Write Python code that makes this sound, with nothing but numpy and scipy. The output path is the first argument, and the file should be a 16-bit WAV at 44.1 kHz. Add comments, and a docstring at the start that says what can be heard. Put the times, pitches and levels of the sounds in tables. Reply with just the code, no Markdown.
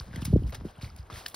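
"""A dog paddles through a shallow muddy puddle: each paw throws a burst of spray and small bubbles.
Spray is grainy hiss; bubbles and drops are short ringing tones that rise in pitch as they die away.
A faint whistle, made of narrow noise, passes on the left. Wind rumbles and puffs on the microphone,
made from slow low noise and single low pulses, over a soft outdoor hiss.
Left and right differ in phase, wound further apart up the treble, for a wide stereo image."""
import sys
import numpy as np
from scipy import signal
from scipy.fft import rfft, irfft, next_fast_len
from scipy.io import wavfile
from scipy.ndimage import uniform_filter1d, map_coordinates

SR = 44100
rng = np.random.default_rng(int(sys.argv[2]) if len(sys.argv) > 2 else 0)


def master(y):
    """Save y as 16-bit WAV."""
    cut = np.clip(np.atleast_2d(y).T, -1, 1)
    pcm = np.round(cut * 32767)  # scale
    wavfile.write(sys.argv[1], SR, pcm.astype(np.int16))


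N = 59535  # length in samples
T = np.arange(N) / SR  # time of every sample, s

# Paw splashes, levels before the envelope: start_s, level_db, rise_s, hold_s, fall_by_60_db_s, tilt_db_per_octave
PAW_SPLASHES = [(.001, -52.5, 0.00054, 0.0011, 0.062, 1), (.008, -54, 0.0017, 0.0039, 0.49, -2),
                (0.108, -50, 0.038, 0.038, 0.4, -4), (0.159, -43, 0.00099, 0.0014, 0.018, 1),
                (0.206, -56, 0.0016, 0.027, 0.056, 3), (0.2164, -44, 0.00083, 0.0043, 0.048, -2.5),
                (0.249, -32, 0.0037, 0.003, 0.023, 3), (0.26, -45, 0.005, 0.006, 0.024, -1),
                (0.261, -51.5, 0.0022, 0.019, 0.24, -1), (0.305, -59, 0.0052, 0.012, 0.13, 1.5),
                (0.365, -50, 0.0017, 0.00092, 0.008, -3), (0.384, -67.5, 0.009, 0.06, 0.056, 2),
                (0.463, -55, 0.0059, 0.009, 0.16, -1), (0.489, -58, 0.003, 0.0064, 0.022, 8),
                (0.503, -52, .002, 0.0018, 0.024, 8), (0.5225, -44.5, 0.00088, 0.013, 0.17, -3.5),
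                (0.5445, -42.5, 0.0016, 0.0032, 0.072, -1.5), (0.598, -54.5, 0.0033, 0.015, .03, -6),
                (0.645, -59.5, 0.0049, 0.063, 0.024, -1.5), (0.808, -50, 0.0084, 0.029, 0.25, -1.5),
                (0.962, -50.5, 0.00093, 0.00076, 0.02, 3.5), (0.97, -60.5, 0.0049, 0.026, 0.11, -1),
                (1.1002, -43, .0006, 0.0015, 0.045, -6), (1.102, -49, 0.0018, 0.026, 0.055, -4),
                (1.12, -46, 0.029, 0.045, 0.32, -1.5), (1.256, -51.5, 0.0024, 0.0027, 0.3, 0),
                (1.262, -37, 0.00051, 0.001, 0.04, 1.5), (1.28, -40.5, 0.0028, 0.0022, 0.022, 4.5),
                (1.284, -53.5, .002, .003, 0.19, 9), (1.2985, -45, 0.00062, 0.00075, 0.0086, 4),
                (1.3, -58.5, 0.0024, 0.016, 0.11, -3), (1.342, -36.5, 0.0029, 0.0017, 0.057, 0)]
# Tone colour of the spray before each splash's tilt: pitch_hz, level_db
SPRAY_COLOUR = [(200, -5), (450, 0), (1000, 1), (1700, 1.5), (2300, -1), (5000, 2), (6000, -1.5),
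                (15600, -7), (16000, -32), (17000, -43)]
GRAIN_DB, SMOOTH_S = 4.2, .035  # grain depth; a splash held this long has half of it
MIN_RISE_S, MIN_FALL_S = 3e-4, .005
# Small bubbles: average number per second, middle pitch, spread of log pitch
BUBBLE_RATE, BUBBLE_HZ, BUBBLE_SPREAD = 260, 3000, .4
# Lowest bubble level against the splash, and the splash level above which bubbles grow no louder
BUBBLE_DB, BUBBLE_TOP_DB = -4, -48

# Short rings heard singly; the first is a click at the very start, the rest are drops and bubbles.
# Levels before the ring shape: start_s, level_db, pitch_hz, life_cycles
SINGLE_RINGS = [(.0005, -19, 4550, 3), (.008, -40, 1005, 4.9), (0.01, -39.5, 1510, 7.8),
                (.044, -43.5, 517, 3.2), (.111, -43, 1960, 4.7), (.131, -33.5, 1610, 2.3),
                (0.137, -38, 1600, 5.3), (0.159, -30, 1910, 6.4), (.164, -38, 3100, 11),
                (0.2185, -38, 3630, 9.2), (0.2207, -34, 1170, 2.8), (0.229, -32.5, 2780, 5.2),
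                (.247, -28, 10500, 5.6), (0.4363, -45.5, 2900, 7.8), (0.496, -41, 2020, 6),
                (0.5269, -33, 950, 0.99), (.529, -31.5, 545, 2.5), (.549, -34, 790, 2.6),
                (.5477, -36.5, 1700, 8.1), (0.554, -38, 3280, 7.3), (0.6102, -32, 870, 0.54),
                (.686, -45, 2980, 8.6), (0.755, -46, 2620, 4.6), (.764, -51, 3180, 9.8),
                (0.772, -45, 1370, 8.2), (0.788, -49, 2950, 13), (.813, -34.5, 2170, 3.1),
                (.822, -32.5, 4500, 4.9), (0.826, -30, 3960, 4.4), (0.8446, -33.5, 2200, 4.7),
                (0.85, -35.5, 4230, 8), (.866, -44, 4630, 4.5), (0.878, -42, 2110, 5.7),
                (0.895, -45, 2100, 5.5), (0.901, -38.5, 4890, 8.8), (0.903, -45, 1270, 6),
                (0.988, -38, 4540, 5.9), (1.006, -45, 4660, 7.6), (1.03, -49, 5030, 5.7),
                (1.1, -29.5, 1210, 3.1), (1.1071, -32, 1210, 2.7), (1.127, -36, 3400, 15),
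                (1.211, -40, 716, 4.2), (1.158, -35.5, 1880, 4.9), (1.261, -24.5, 1660, 6.7),
                (1.2614, -22.5, 2900, 5.9), (1.2645, -24, 3660, 6), (1.263, -29, 4210, 9.7),
                (1.2638, -23.5, 4990, 9.8), (1.3435, -24, 816, 0.72), (1.3438, -36, 4200, 32)]
RING_RISE = 0.03  # how strongly the pitch climbs
TICK_RATE, TICK_HZ, TICK_DB = 27, 7900, -55  # droplets per second, pitch scale, lowest level

# A faint whistle, level before its envelope: start_s, end_s, pitch_hz, width_hz, left_level_db, right_against_left_db
WHISTLE_SETTINGS = (.128, .222, 1600, 200, -54, -9)

# Strength of the wind rumble before the RUMBLE_DB trim: time_s, level_db
WIND_STRENGTH = [(0.0, -46), (0.087, -37), (0.296, -24.5), (0.344, -24), (0.39, -17.5), (0.473, -26),
                 (0.518, -35), (0.539, -37), (0.578, -35), (0.652, -28.5), (0.748, -47), (0.845, -33.5),
                 (0.912, -39.5), (1.014, -42), (1.1, -48), (1.134, -42.5), (1.252, -43), (1.35, -50)]
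# Tone colour of the wind rumble: pitch_hz, level_db
RUMBLE_COLOUR = [(25, -22), (40, -2), (60, 6), (100, -1.5), (160, -7.5), (250, -13), (400, -25), (700, -53),
                 (1200, -102)]
RUMBLE_DB = -10.5
LUMP_DB, LUMP_RATE = 3.5, 30  # size of the lumps, random points per second
# Single puffs of air, before the bass lag: time_s, peak_level_db, brightest_hz
AIR_PUFFS = [(.004, -29.5, 113), (0.019, -37.5, 121), (0.085, -33.5, 202), (0.107, -35, 207),
             (0.14, -29.5, 216), (0.164, -30, 363), (0.176, -24.5, 234), (0.19, -39, 230),
             (0.223, -22, 304), (0.253, -24.5, 164), (0.279, -20.5, 264), (0.301, -18, 188),
             (0.323, -27, 227), (0.3296, -17.5, 477), (.3345, -22, 685), (0.3336, -6, 194),
             (0.348, -17, 300), (0.355, -19.5, 420), (0.3613, -8, 500), (.3655, -13, 192),
             (0.391, -33, 170), (.394, -37, 418), (0.409, -22.5, 119), (0.422, -28.5, 446),
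             (0.435, -19.5, 103), (0.441, -31, 280), (0.452, -24, 93), (0.464, -54, 320),
             (0.53, -33.5, 145), (0.616, -34, 350), (0.621, -46, 201), (.647, -38, 735),
             (0.652, -22.5, 449), (0.658, -28.5, 293), (.662, -40, 483), (.667, -34, 443),
             (0.783, -36, 200), (0.831, -31.5, 318), (0.832, -29.5, 147), (0.86, -35, 154),
             (0.967, -43.5, 150), (0.99, -34.5, 144), (1.023, -40.5, 116), (1.12, -38.5, 242),
             (1.129, -33.5, 109), (1.17, -39, 129.6), (1.181, -56, 126)]
# Bass limit: at least this pitch or this share of the brightest pitch; then steepness of the treble fall
PUFF_LOW_HZ, PUFF_LOW_SHARE, PUFF_SLOPE = 51, 0.24, 3.42
BASS_LAG_CYCLES, LAG_FREE_HZ = 1.2, 600  # strength of the bass delay, pitch with no delay

# Tone colour of the far hiss: pitch_hz, level_db
AIR_COLOUR = [(150, -22), (300, 1), (700, 3), (1500, -2), (2100, -11.5), (4000, -14), (7000, -20.5),
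              (12000, -23.5), (15500, -25), (16000, -56)]
AIR_DB, AIR_PATCHY_DB = -58, 2

# How alike left and right are before the phase is wound apart, 1 being the same: pitch_hz, likeness
LEFT_RIGHT_LIKENESS = [(100, .99), (500, 0.75), (1000, 0.68), (1500, 0.1), (2100, 0.93), (5000, 0.93),
                       (15000, 0.97)]
# Phase and level of left against right: pitch_hz, lead_radians, level_db
LEFT_RIGHT_PHASE = [(0, -.13, 0), (300, -.25, 0), (520, 0, 0), (800, .7, 2.5), (1600, .2, 4),
                    (2100, .2, .3), (2600, .6, 0), (3400, .1, 0), (4400, .8, 0), (5000, .2, 0),
                    (5500, .8, 0), (6950, 3.1, 0), (7750, 3.2, 0), (9800, 6.2, 0), (10900, 6.35, 0),
                    (13050, 9.35, 0), (14000, 9.5, 0), (15900, 12.4, 0)]
TOP_HZ = 16700  # nothing is kept from here up


def amp(db):
    """Turn decibels into a plain multiplier."""
    return 10 ** (np.asarray(db) / 20)


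def unit(x):
    """Scale a signal to an average strength (rms) of 1."""
    return x / np.sqrt(np.mean(x ** 2) + 1e-20)


def along(points, hz):
    """Read between (pitch, value) points on a log pitch axis."""
    f, v = np.transpose(points)
    return np.interp(np.log(hz + 1), np.log(f + 1), v)


def filtered(x, response):
    """Change the strength and timing of each pitch by a complex response."""
    size = next_fast_len(N + SR // 2)
    hz = np.fft.rfftfreq(size, 1 / SR)
    return irfft(rfft(x, size) * response(hz), size)[..., :N]


def paired(a, b, spectrum):
    """Mix two noises into a coloured left and right of rms 1, as alike as the likeness table says."""
    def middle_and_side(hz):
        turn = np.arccos(np.clip(along(LEFT_RIGHT_LIKENESS, hz), -1, 1)) / 2
        return amp(along(spectrum, hz)) * [np.cos(turn), np.sin(turn)]

    mid, side = filtered(np.array([a, b]), middle_and_side)
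    return unit(np.array([mid + side, mid - side]))


def patchy(depth_db, size, bins, frames):
    """Two noises share one field of random loudness patches over time and pitch."""
    z = signal.stft(rng.standard_normal((2, N)), nperseg=size)[2]
    field = rng.standard_normal(z.shape[1:])
    field = uniform_filter1d(field, bins, 0)  # smooth over pitch
    field = uniform_filter1d(field, frames, 1)  # smooth over time
    return signal.istft(z * amp(depth_db * unit(field)), nperseg=size)[1][:, :N]


def rings(s, db, hz, cycles, size=400):
    """Damped sines that rise in pitch, as a bubble does when it nears the surface."""
    t = np.arange(size) / SR
    life = t * (hz / cycles)[:, None]
    tone = np.sin(2 * np.pi * hz[:, None] * t * (1 + RING_RISE * life))
    swell_and_fade = 11 * life ** 1.4 * np.exp(-4.3 * life)
    ring = amp(db)[:, None] * tone * swell_and_fade
    at = (s * SR).astype(int)[:, None] + np.arange(size)
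    return np.bincount(at.ravel(), ring.ravel(), N + size)[:N]  # add up overlapping rings


def splashes():
    """Spray is hiss in short bright grains that rises, holds and dies away; small bubbles follow its strength."""
    spray, strength = np.zeros((2, N)), np.zeros(N)
    for s, db, rise, hold, t60, tilt_db in PAW_SPLASHES:
        rise, t = max(rise, MIN_RISE_S), T - s
        fall = amp(-60 * np.maximum(t - rise - hold, 0) / max(t60, MIN_FALL_S))
        shape = amp(db) * np.clip(t / rise, 0, 1) * fall
        # longer splashes are denser, so smoother
        grain = patchy(GRAIN_DB / (1 + max(hold, 0) / SMOOTH_S), 64, 6, 2)
        colour = [(hz, v + tilt_db * np.log2(hz / 2000)) for hz, v in SPRAY_COLOUR]
        spray += shape * paired(*grain, colour)
        strength += shape
    return spray + bubbles(strength)


def bubbles(strength):
    """Small bubbles ring at random moments, louder where the spray is stronger, up to a limit."""
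    u = rng.random((4, 600))
    s = np.cumsum(-np.log(u[0])) / BUBBLE_RATE
    keep = s < T[-1]
    hz = BUBBLE_HZ * np.exp(BUBBLE_SPREAD * rng.standard_normal(600))
    splash_db = 20 * np.log10(np.interp(s, T, strength) + 1e-9)
    db = BUBBLE_DB + 8 * u[1] + np.minimum(splash_db, BUBBLE_TOP_DB)
    cycles = 3 + 6 * u[2]
    return rings(s[keep], db[keep], hz[keep], cycles[keep])


def single_rings():
    """A click at the very start, then single drops and bubbles, each as one short ring."""
    return rings(*np.transpose(SINGLE_RINGS))


def ticks():
    """Tiny droplets fall back at random all through, each a short, mostly high ring."""
    u = rng.random((300, 4))
    s = np.cumsum(-np.log(u[:, 0])) / TICK_RATE
    keep = s < T[-1]
    s, u = s[keep], u[keep]
    db = TICK_DB + 11 * u[:, 1]
    hz = TICK_HZ * (0.38 + 1.3 * u[:, 2])
    return rings(s, db, hz, 3 + 4 * u[:, 3])


def whistle():
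    """Narrow noise like a breathy tone; it comes on quickly, stays nearly level and stops quickly, mostly on the left."""
    start, end, hz, width_hz, db, right_db = WHISTLE_SETTINGS
    noise = rng.standard_normal((2, N))
    tone = unit(filtered(noise, lambda f: np.exp(-((f - hz) / width_hz) ** 2)))
    envelope = np.sin(np.pi * np.clip((T - start) / (end - start), 0, 1)) ** 0.18
    return amp([[db], [db + right_db]]) * tone * envelope


def wind():
    """Lumpy rumble and single puffs; the bass arrives late, so each puff falls in pitch."""
    def bass_lag(f):
        cycles = BASS_LAG_CYCLES * (np.log((f + 1) / LAG_FREE_HZ) - f / LAG_FREE_HZ)
        return np.exp(-2j * np.pi * cycles)

    return filtered(rumble() - puffs(), bass_lag)


def rumble():
    """Low noise whose loudness wanders in slow random lumps and follows the wind strength."""
    s, db = np.transpose(WIND_STRENGTH)
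    points = rng.standard_normal(int(T[-1] * LUMP_RATE) + 4)
    lumps = map_coordinates(points, [T * LUMP_RATE])  # smooth curve through the points
    noise = amp(LUMP_DB * lumps) * rng.standard_normal(N)
    low_noise = unit(filtered(noise, lambda f: amp(along(RUMBLE_COLOUR, f))))
    return amp(np.interp(T, s, db) + RUMBLE_DB) * low_noise


def puffs():
    """Each puff is one click with its treble and deepest bass removed, leaving a soft low thump."""
    out = np.zeros(N)
    for at, level_db, top_hz in AIR_PUFFS:
        low_hz = max(PUFF_LOW_HZ, PUFF_LOW_SHARE * top_hz)

        def shape(f):
            treble_cut_and_delay = np.exp(-(f / top_hz) ** PUFF_SLOPE - 2j * np.pi * f * at)
            return treble_cut_and_delay / (1 + (low_hz / (f + 1)) ** 4)

        puff = filtered(T == 0, shape)
        out += amp(level_db) * puff / abs(puff).max()
    return out


def air():
    """Soft far hiss: coloured noise with gentle random patches of loudness."""
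    return amp(AIR_DB) * paired(*patchy(AIR_PATCHY_DB, 512, 30, 5), AIR_COLOUR)


def scene():
    """Add all the sounds together."""
    return splashes() + single_rings() + ticks() + whistle() + wind() + air()


def record(dry):
    """Wind left and right apart in phase up the treble, lift the left near 1 kHz and cut the very top."""
    f, lead, db = np.transpose(LEFT_RIGHT_PHASE)

    def left_and_right(hz):
        # the left gets half the difference, the right gets the opposite half
        half = np.exp(.5j * np.interp(hz, f, lead)) * amp(np.interp(hz, f, db) / 2)
        return np.array([half, 1 / half]) * (hz < TOP_HZ)

    return filtered(dry, left_and_right)


dry = scene()
out = record(dry)
master(out)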